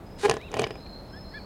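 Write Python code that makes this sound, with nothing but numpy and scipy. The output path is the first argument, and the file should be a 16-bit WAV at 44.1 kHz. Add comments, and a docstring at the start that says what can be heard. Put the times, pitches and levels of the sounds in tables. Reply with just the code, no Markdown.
"""A swan close by grunts twice: a nasal hiss opens into a short hoarse note that breaks into slow, separate
throat pops, then comes a second rattle of pops with rushing air but no note. Cygnets peep softly, and small
birds farther off whistle thin high notes over the low rumble of the waterside. Pops are short pushes that ring
throat, bill and chest; the note is a wavering tone with a rasp; air sounds are filtered noise;
peeps are gliding tones and whistles are tones blurred in pitch."""
import sys
import numpy as np
from scipy import signal
from scipy.fft import rfft, irfft
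from scipy.io import wavfile

SR = 44100
rng = np.random.default_rng(int(sys.argv[2]) if len(sys.argv) > 2 else 0)


def materialize(psi):
    """Save the field psi as 16-bit PCM at rate SR to the path in sys.argv[1].

    A 1-D psi becomes a single channel; in a 2-D psi each row is a channel.
    """
    bounded = np.clip(np.atleast_2d(psi).T, -1, 1)
    quanta = np.round(bounded * 32767).astype(np.int16)
    wavfile.write(sys.argv[1], SR, quanta)


N = 63945  # length in samples, about 1.45 s


def undb(db):
    """Decibels to gain."""
    return 10 ** (np.asarray(db) / 20)


def unit(x):
    """Scale to rms 1."""
    return x / np.sqrt(np.mean(x ** 2) + 1e-20)


def curve(table, axis=1):
    """One column of a table, joined by straight lines in time."""
    rows = np.array(table, float)
    return np.interp(np.arange(N) / SR, rows[:, 0], rows[:, axis])


def swell(table, axis=1):
    """Gain from a level curve, with a short fade centred on its first and last times."""
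    fade_s = .006
    t = np.arange(N) / SR
    inside_s = np.minimum(t - table[0][0], table[-1][0] - t)
    return undb(curve(table, axis=axis)) * np.clip(inside_s / fade_s + .5, 0, 1)


def colour(x, points):
    """Filter through (frequency [Hz], level [dB]) points, falling 40 dB per octave above the last."""
    hz, db = np.array(points, float).T
    f = np.maximum(np.fft.rfftfreq(2 * N, 1 / SR), 1)
    shape = np.interp(np.log(f), np.log(hz), db) - 40 * np.log2(np.maximum(f / hz[-1], 1))
    # folding the cepstrum (the spectrum of the log gain) makes the filter respond only after its input
    cepstrum = irfft(np.log(undb(shape)))
    cepstrum[1:N] *= 2
    cepstrum[N + 1:] = 0
    return irfft(rfft(x, 2 * N) * np.exp(rfft(cepstrum)))[:N]


def ring(x, modes):
    """Add up resonances side by side, each given as (frequency [Hz], width [Hz], level [dB])."""
    out = 0
    for hz, width_hz, db in modes:
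        b, a = signal.iirpeak(hz, hz / width_hz, fs=SR)
        out = out + undb(db) * signal.lfilter(b, a, x)
    return out


def soften(x, hz):
    """Fourth-order low-pass."""
    return signal.sosfilt(signal.butter(4, hz, fs=SR, output="sos"), x)


def noise():
    """White noise."""
    return rng.standard_normal(N)


def walk(rate_hz):
    """Smooth random wander, rms 1; a higher rate makes it move faster."""
    f = np.fft.rfftfreq(N, 1 / SR)
    return unit(irfft(rfft(noise()) * np.exp(-(f / rate_hz) ** 2), N))


def turns(hz):
    """Phase in radians of a tone that follows a changing pitch."""
    return 2 * np.pi * np.cumsum(hz) / SR


def waterside():
    """A low steady outdoor rumble under a faint even hiss, both filtered noise."""
    rumble_db, hiss_db = -43, -67
    # colour of the rumble: (frequency [Hz], level [dB per Hz])
    rumble_colour = [(15, -39), (25, 0.5), (75, 0.5), (160, -5.5), (197, -0.5), (232, -8), (267, -6.5),
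                     (302, -8.5), (657, -10.5), (1140, -19), (2580, -31), (3300, -36), (4290, -37),
                     (7260, -120)]
    # colour of the faint hiss: (frequency [Hz], level [dB])
    hiss_colour = [(2000, -45), (3300, 9), (6000, 4.5), (10000, 1), (16000, 0.5)]
    rumble = undb(rumble_db) * unit(colour(noise(), rumble_colour))
    hiss = undb(hiss_db) * unit(colour(noise(), hiss_colour))
    return rumble + hiss


def far_birds():
    """Thin whistles, blurred in pitch and drawn out by echoes among the trees."""
    echo_s, echo_db = 0.16, -5.5  # echo_s is the time constant of the echo's energy
    # distant whistles: (time [s], length [s], start pitch [Hz], end pitch [Hz], pitch spread [Hz], level [dB])
    whistles = [(0.03, 0.27, 5020, 5140, 71.6, -60.5), (0.298, .24, 3780, 3835, 338, -56),
                (0.58, 0.24, 5080, 5050, 68.5, -55.5), (0.764, 0.16, 4080, 4243, 223, -52.5),
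                (0.863, .17, 4183, 4176, 216, -50), (1.068, 0.19, 5210, 5180, 79, -54.5),
                (1.23, 0.16, 5080, 5140, 80, -62), (1.235, 0.075, 4180, 4170, 154.7, -51),
                (1.29, 0.16, 4324, 4350, 296, -50)]
    t, out = np.arange(N) / SR, np.zeros(N)
    keep = np.exp(-1 / (echo_s * SR))  # share of echo energy kept from one sample to the next
    for at, length, start_hz, end_hz, spread_hz, db in whistles:
        u = np.clip((t - at) / length, 0, 1)  # progress through the whistle
        phase = turns(start_hz + (end_hz - start_hz) * u)
        envelope = np.abs(np.sin(np.pi * u)) ** 0.69
        echo = np.sqrt(signal.lfilter([1 - keep], [1, -keep], envelope ** 2))
        # two random wanders smear the tone over the pitch spread
        blur = walk(spread_hz) * np.cos(phase) + walk(spread_hz) * np.sin(phase)
        clear = 0.81 * envelope * np.sin(phase)
        blurred = (0.42 * envelope + undb(echo_db) * echo) * blur
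        out += undb(db) * (clear + blurred)
    return out


def snort():
    """The swan's airflow: hiss at the nostrils, a fluttering rush in the throat and a weak warble between pops."""
    hiss_flutter_db, rush_flutter_db, warble_flutter_db = .8, 2, 3
    warble_jitter = .1  # pitch wander (share of the pitch)
    # hiss through the nostrils: (time [s], level [dB])
    hiss_level = [(.176, -65), (.191, -48), (.225, -41.5), (.256, -32.5), (.267, -40), (.278, -54),
                  (.31, -61), (.37, -58), (.39, -75)]
    # colour of the hiss: (frequency [Hz], level [dB])
    hiss_colour = [(800, 3.5), (1900, 6.5), (2700, 3), (4000, 7), (5200, 2), (7500, 0), (9200, -1.5),
                   (11000, -10), (15000, -28)]
    # air rushing through the throat between pops: (time [s], level [dB])
    rush_level = [(.25, -58), (.275, -35), (.3, -37.5), (.335, -34.5), (.36, -42), (.4, -51), (.5, -52),
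                  (.55, -38), (.595, -31.5), (.63, -32), (.655, -42), (.69, -49.5), (.76, -48.5), (.8, -70)]
    # colour of the rush: (frequency [Hz], level [dB])
    rush_colour = [(80, -56), (200, -2.5), (420, -0.5), (650, -6), (830, -11.5), (950, -23), (1100, -20.5),
                   (1600, -28), (3100, -16.5), (4200, -29.5), (9000, -41), (15000, -46)]
    # faint warbling tone in the airflow: (time [s], pitch before jitter [Hz], level [dB])
    warble_path = [(.268, 418, -19), (.28, 526, -38.5), (.29, 637, -32), (.31, 684, -45), (.33, 683, -50),
                   (.36, 600, -74), (.55, 500, -70), (.58, 623.4, -37), (.61, 725.5, -36), (.63, 692, -34),
                   (.65, 664, -60)]

    hiss = unit(colour(noise(), hiss_colour)) * undb(hiss_flutter_db * walk(150))
    rush = unit(colour(noise() * undb(rush_flutter_db * walk(230)), rush_colour))
    phase = turns(curve(warble_path) * (1 + warble_jitter * walk(300)))
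    warble = unit(np.sin(phase) * undb(warble_flutter_db * walk(210)))
    return swell(hiss_level) * hiss + swell(rush_level) * rush + swell(warble_path, axis=2) * warble


def throat(x):
    """The long soft throat rings low and passes no treble."""
    # resonances of the long throat: (frequency [Hz], width [Hz], level [dB])
    throat_modes = [(432.6, 54, 6.5), (648, 90, -2.5), (780, 36, -2), (1023, 64, -5.5), (1460, 63, -18),
                    (1713, 13, -8), (1910, 30, -13)]
    return soften(ring(x, throat_modes), 2130)


def bill(x):
    """The hard bill rings brighter."""
    # resonances of the bill and nostrils: (frequency [Hz], width [Hz], level [dB])
    bill_modes = [(1100, 260, -3.5), (1882, 50, 3.5), (2435, 180, 5), (2840, 290, -1), (3250, 45, -6),
                  (4540, 300, -10.5)]
    return soften(ring(x, bill_modes), 5400)


def hoarse_note():
    """A wavering tone; its uneven closures, with a puff of air on each, rasp in throat and bill."""
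    jitter, shimmer_db = .014, .9  # wander of pitch (share) and of level
    rasp_db, buzz_db = -9.5, -15.5  # throat and bill, relative to the tone
    slip, breath = 0.31, .25  # wander of closure timing (radians), noise in each closure (share)
    alternate = 0.83  # closures are strong and weak in turn (share)
    lag = 0.67  # dispersion of the throat (radians per partial squared)
    rasp_low_hz = 1390
    # hoarse note: (time [s], pitch before jitter [Hz], level before shimmer [dB])
    note_path = [(.231, 403.2, -41), (.236, 409, -23), (.244, 403.4, -25.5), (.25, 410, -18),
                 (.262, 419, -15.5), (.268, 410, -37), (.275, 400, -45)]
    # clean partials from the lowest up: (level [dB])
    partials_db = [4, -5.5, -16, -10.5]

    phase = turns(curve(note_path) * (1 + jitter * walk(320)))
    effort = swell(note_path, axis=2) * undb(shimmer_db * walk(320))
    tone = np.zeros(N)
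    for k, db in enumerate(partials_db):
        tone += undb(db) * np.cos((k + 1) * phase + lag * k ** 2)
    # one narrow pulse per cycle
    closures = np.exp(14 * (np.cos(phase + slip * walk(250)) - 1))
    closures *= 1 + breath * noise()
    closures *= 1 + alternate * np.cos(phase / 2)
    high_pass = signal.butter(3, rasp_low_hz, "high", fs=SR, output="sos")
    drive = signal.sosfilt(high_pass, closures)
    rasp = undb(rasp_db) * unit(throat(drive))
    buzz = undb(buzz_db) * unit(bill(drive))
    return effort * (unit(tone) + rasp + buzz)


def sized(x, db):
    """Give a pop the energy of a sound that holds this level for 10 ms."""
    pop_s = .01
    return x * undb(db) * np.sqrt(pop_s * SR / np.sum(x ** 2))


def pops():
    """Each throat opening is a sharp push and a splutter that ring throat, bill and chest; a wet snap follows."""
    base_body_db, base_crack_db, base_spit_db, base_chest_db = -25, -29, -30, -32.5
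    chest_hz, chest_width_hz = 125, 29.6
    splutter_s, splutter = 0.0026, 0.75  # decay time and strength
    snap_s, spit_s, spit_grain = 0.0003, .0028, 0.26  # decay times of snap and longer spit; spit strength
    spit_lag_s = .0004  # crack and spit come this much after the body
    # throat pops, levels relative to the base levels above:
    # (time [s], body level [dB], crack level [dB], treble spit level [dB], top of the spit [Hz])
    pop_list = [(0.2829, -5.5, -17, -21, 11000), (.2912, -3.5, -29, -19, 8000), (0.2962, 5, 1.5, 2, 10500),
                (0.3119, 1.5, -2, -3.5, 10100), (0.316, -1, -24, -32, 8000), (0.3385, -7.5, -40, -24, 8000),
                (0.3406, -8.5, -19.5, -16.5, 10500), (.368, -7, -17.5, -18, 6900),
                (.413, -32, -23.5, -36, 11000), (0.5163, -18.5, -24, -21, 11300),
                (0.5291, -14, -23, -37, 9000), (0.5409, -4.5, -7, -12, 11000),
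                (0.5679, -2.5, -15, -22, 7000), (0.571, -11, -12.5, -18, 11010),
                (0.589, -13.5, -7.5, -32, 8910), (0.5939, 1, -2, -4.5, 11700),
                (.618, -3, -12.5, -11.5, 11900), (0.6341, -16, -10.5, -24, 7060), (.64, -1, 0.5, -24, 6900),
                (.667, -7.5, -19, -37, 7000), (0.6707, -25, -16, -22.5, 12000),
                (0.7067, -7.5, -13.5, -27.5, 9100), (0.755, -20, -22, -36, 10000),
                (.806, -26, -32, -43, 8200), (0.863, -29, -26, -47, 8100)]
    # colour of the spit: (frequency [Hz], level [dB])
    spit_colour = [(2000, -42.5), (4000, 6), (5000, 11.5), (5500, 5.5), (6100, 11.5), (6800, 6), (7400, 7),
                   (8200, 4), (9000, 10.5), (10300, -2), (13000, -8.5), (16000, -9)]

    size = SR // 8  # room for one pop in samples
    t, out = np.arange(size) / SR, np.zeros(N)
    push = np.eye(1, size)[0]  # a single-sample click
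    chest = ring(push, [(chest_hz, chest_width_hz, 0)])
    chest = ring(chest, [(chest_hz, 200, 0)])
    spit_ring = colour(np.eye(1, N)[0], spit_colour)[:size]
    for at, body_db, crack_db, spit_db, top_hz in pop_list:
        grain = rng.standard_normal((3, size))
        body = throat(push + 0.06 * grain[0] * np.exp(-t / 0.0016))
        crack = bill(push + splutter * grain[1] * np.exp(-t / splutter_s))
        snap = grain[2] * (np.exp(-t / snap_s) + spit_grain * np.exp(-t / spit_s))
        spit = soften(signal.fftconvolve(snap, spit_ring)[:size], top_hz)
        start, late = int(at * SR), int((at + spit_lag_s) * SR)
        out[start:start + size] += sized(body, base_body_db + body_db)
        out[start:start + size] += sized(chest, base_chest_db + body_db)
        out[late:late + size] += sized(crack, base_crack_db + crack_db)
        out[late:late + size] += sized(spit, base_spit_db + spit_db)
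    return out


def cygnets():
    """Nearly pure peeps that arch up in pitch and drop quickly."""
    edge = 0.15  # fade at each end (share of the peep)
    # peeps: (time [s], length [s], start pitch [Hz], top pitch [Hz], end pitch [Hz],
    # place of the top [0-1], level [dB], second partial relative to the first [dB])
    peeps = [(0.391, .11, 1726, 2776, 1570, .66, -52.5, -41),
             (1.125, 0.071, 1515, 1780, 1650, 0.9, -52, -13),
             (1.314, .098, 1755, 2414, 2050, .72, -56, -13),
             (1.335, 0.057, 1614, 1745, 1445, 0.59, -43, -15)]
    t, out = np.arange(N) / SR, np.zeros(N)
    for at, length, start_hz, top_hz, end_hz, top, db, second_db in peeps:
        u = np.clip((t - at) / length, 0, 1)  # progress through the peep
        before_top = np.maximum(1 - u / top, 0)
        after_top = np.maximum((u - top) / (1 - top), 0)
        hz = top_hz - (top_hz - start_hz) * before_top ** 1.5 - (top_hz - end_hz) * after_top ** 2.4
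        phase = turns(hz * (1 + .005 * walk(230)))
        envelope = np.clip(np.minimum(u, 1 - u) / edge, 0, 1) * undb(db + 1.6 * walk(88))
        tone = np.sin(phase) + undb(second_db) * np.sin(2 * phase)
        out += np.sqrt(2) * envelope * tone  # root 2 brings a sine to rms 1
    return out


def bank_scatter(swan):
    """The bank returns the swan's sound as a short, dying scatter of noise-like echoes."""
    t60_s, scatter_db = .2, -22  # time to die away by 60 dB; level
    t = np.arange(N) / SR
    decay = undb(-60 * t / t60_s) * (t > .003)  # silent for the first 3 ms
    bank = colour(noise() * decay, [(400, -8.5), (3000, -4.5), (12000, -11.5)])
    bank = bank / np.sqrt(np.sum(bank ** 2))
    return undb(scatter_db) * signal.fftconvolve(swan, bank)[:N]


def scene():
    """The swan with a short scatter from the bank, the cygnets, far birds and background."""
    swan = snort() + hoarse_note() + pops()
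    mix = waterside() + far_birds() + swan + bank_scatter(swan) + cygnets()
    return mix[None]  # one channel


def record(dry):
    """The recorder cuts the top above 16 kHz with a steep low-pass."""
    return signal.sosfilt(signal.ellip(10, .2, 70, 16000, fs=SR, output="sos"), dry)


dry = scene()
out = record(dry)
materialize(out)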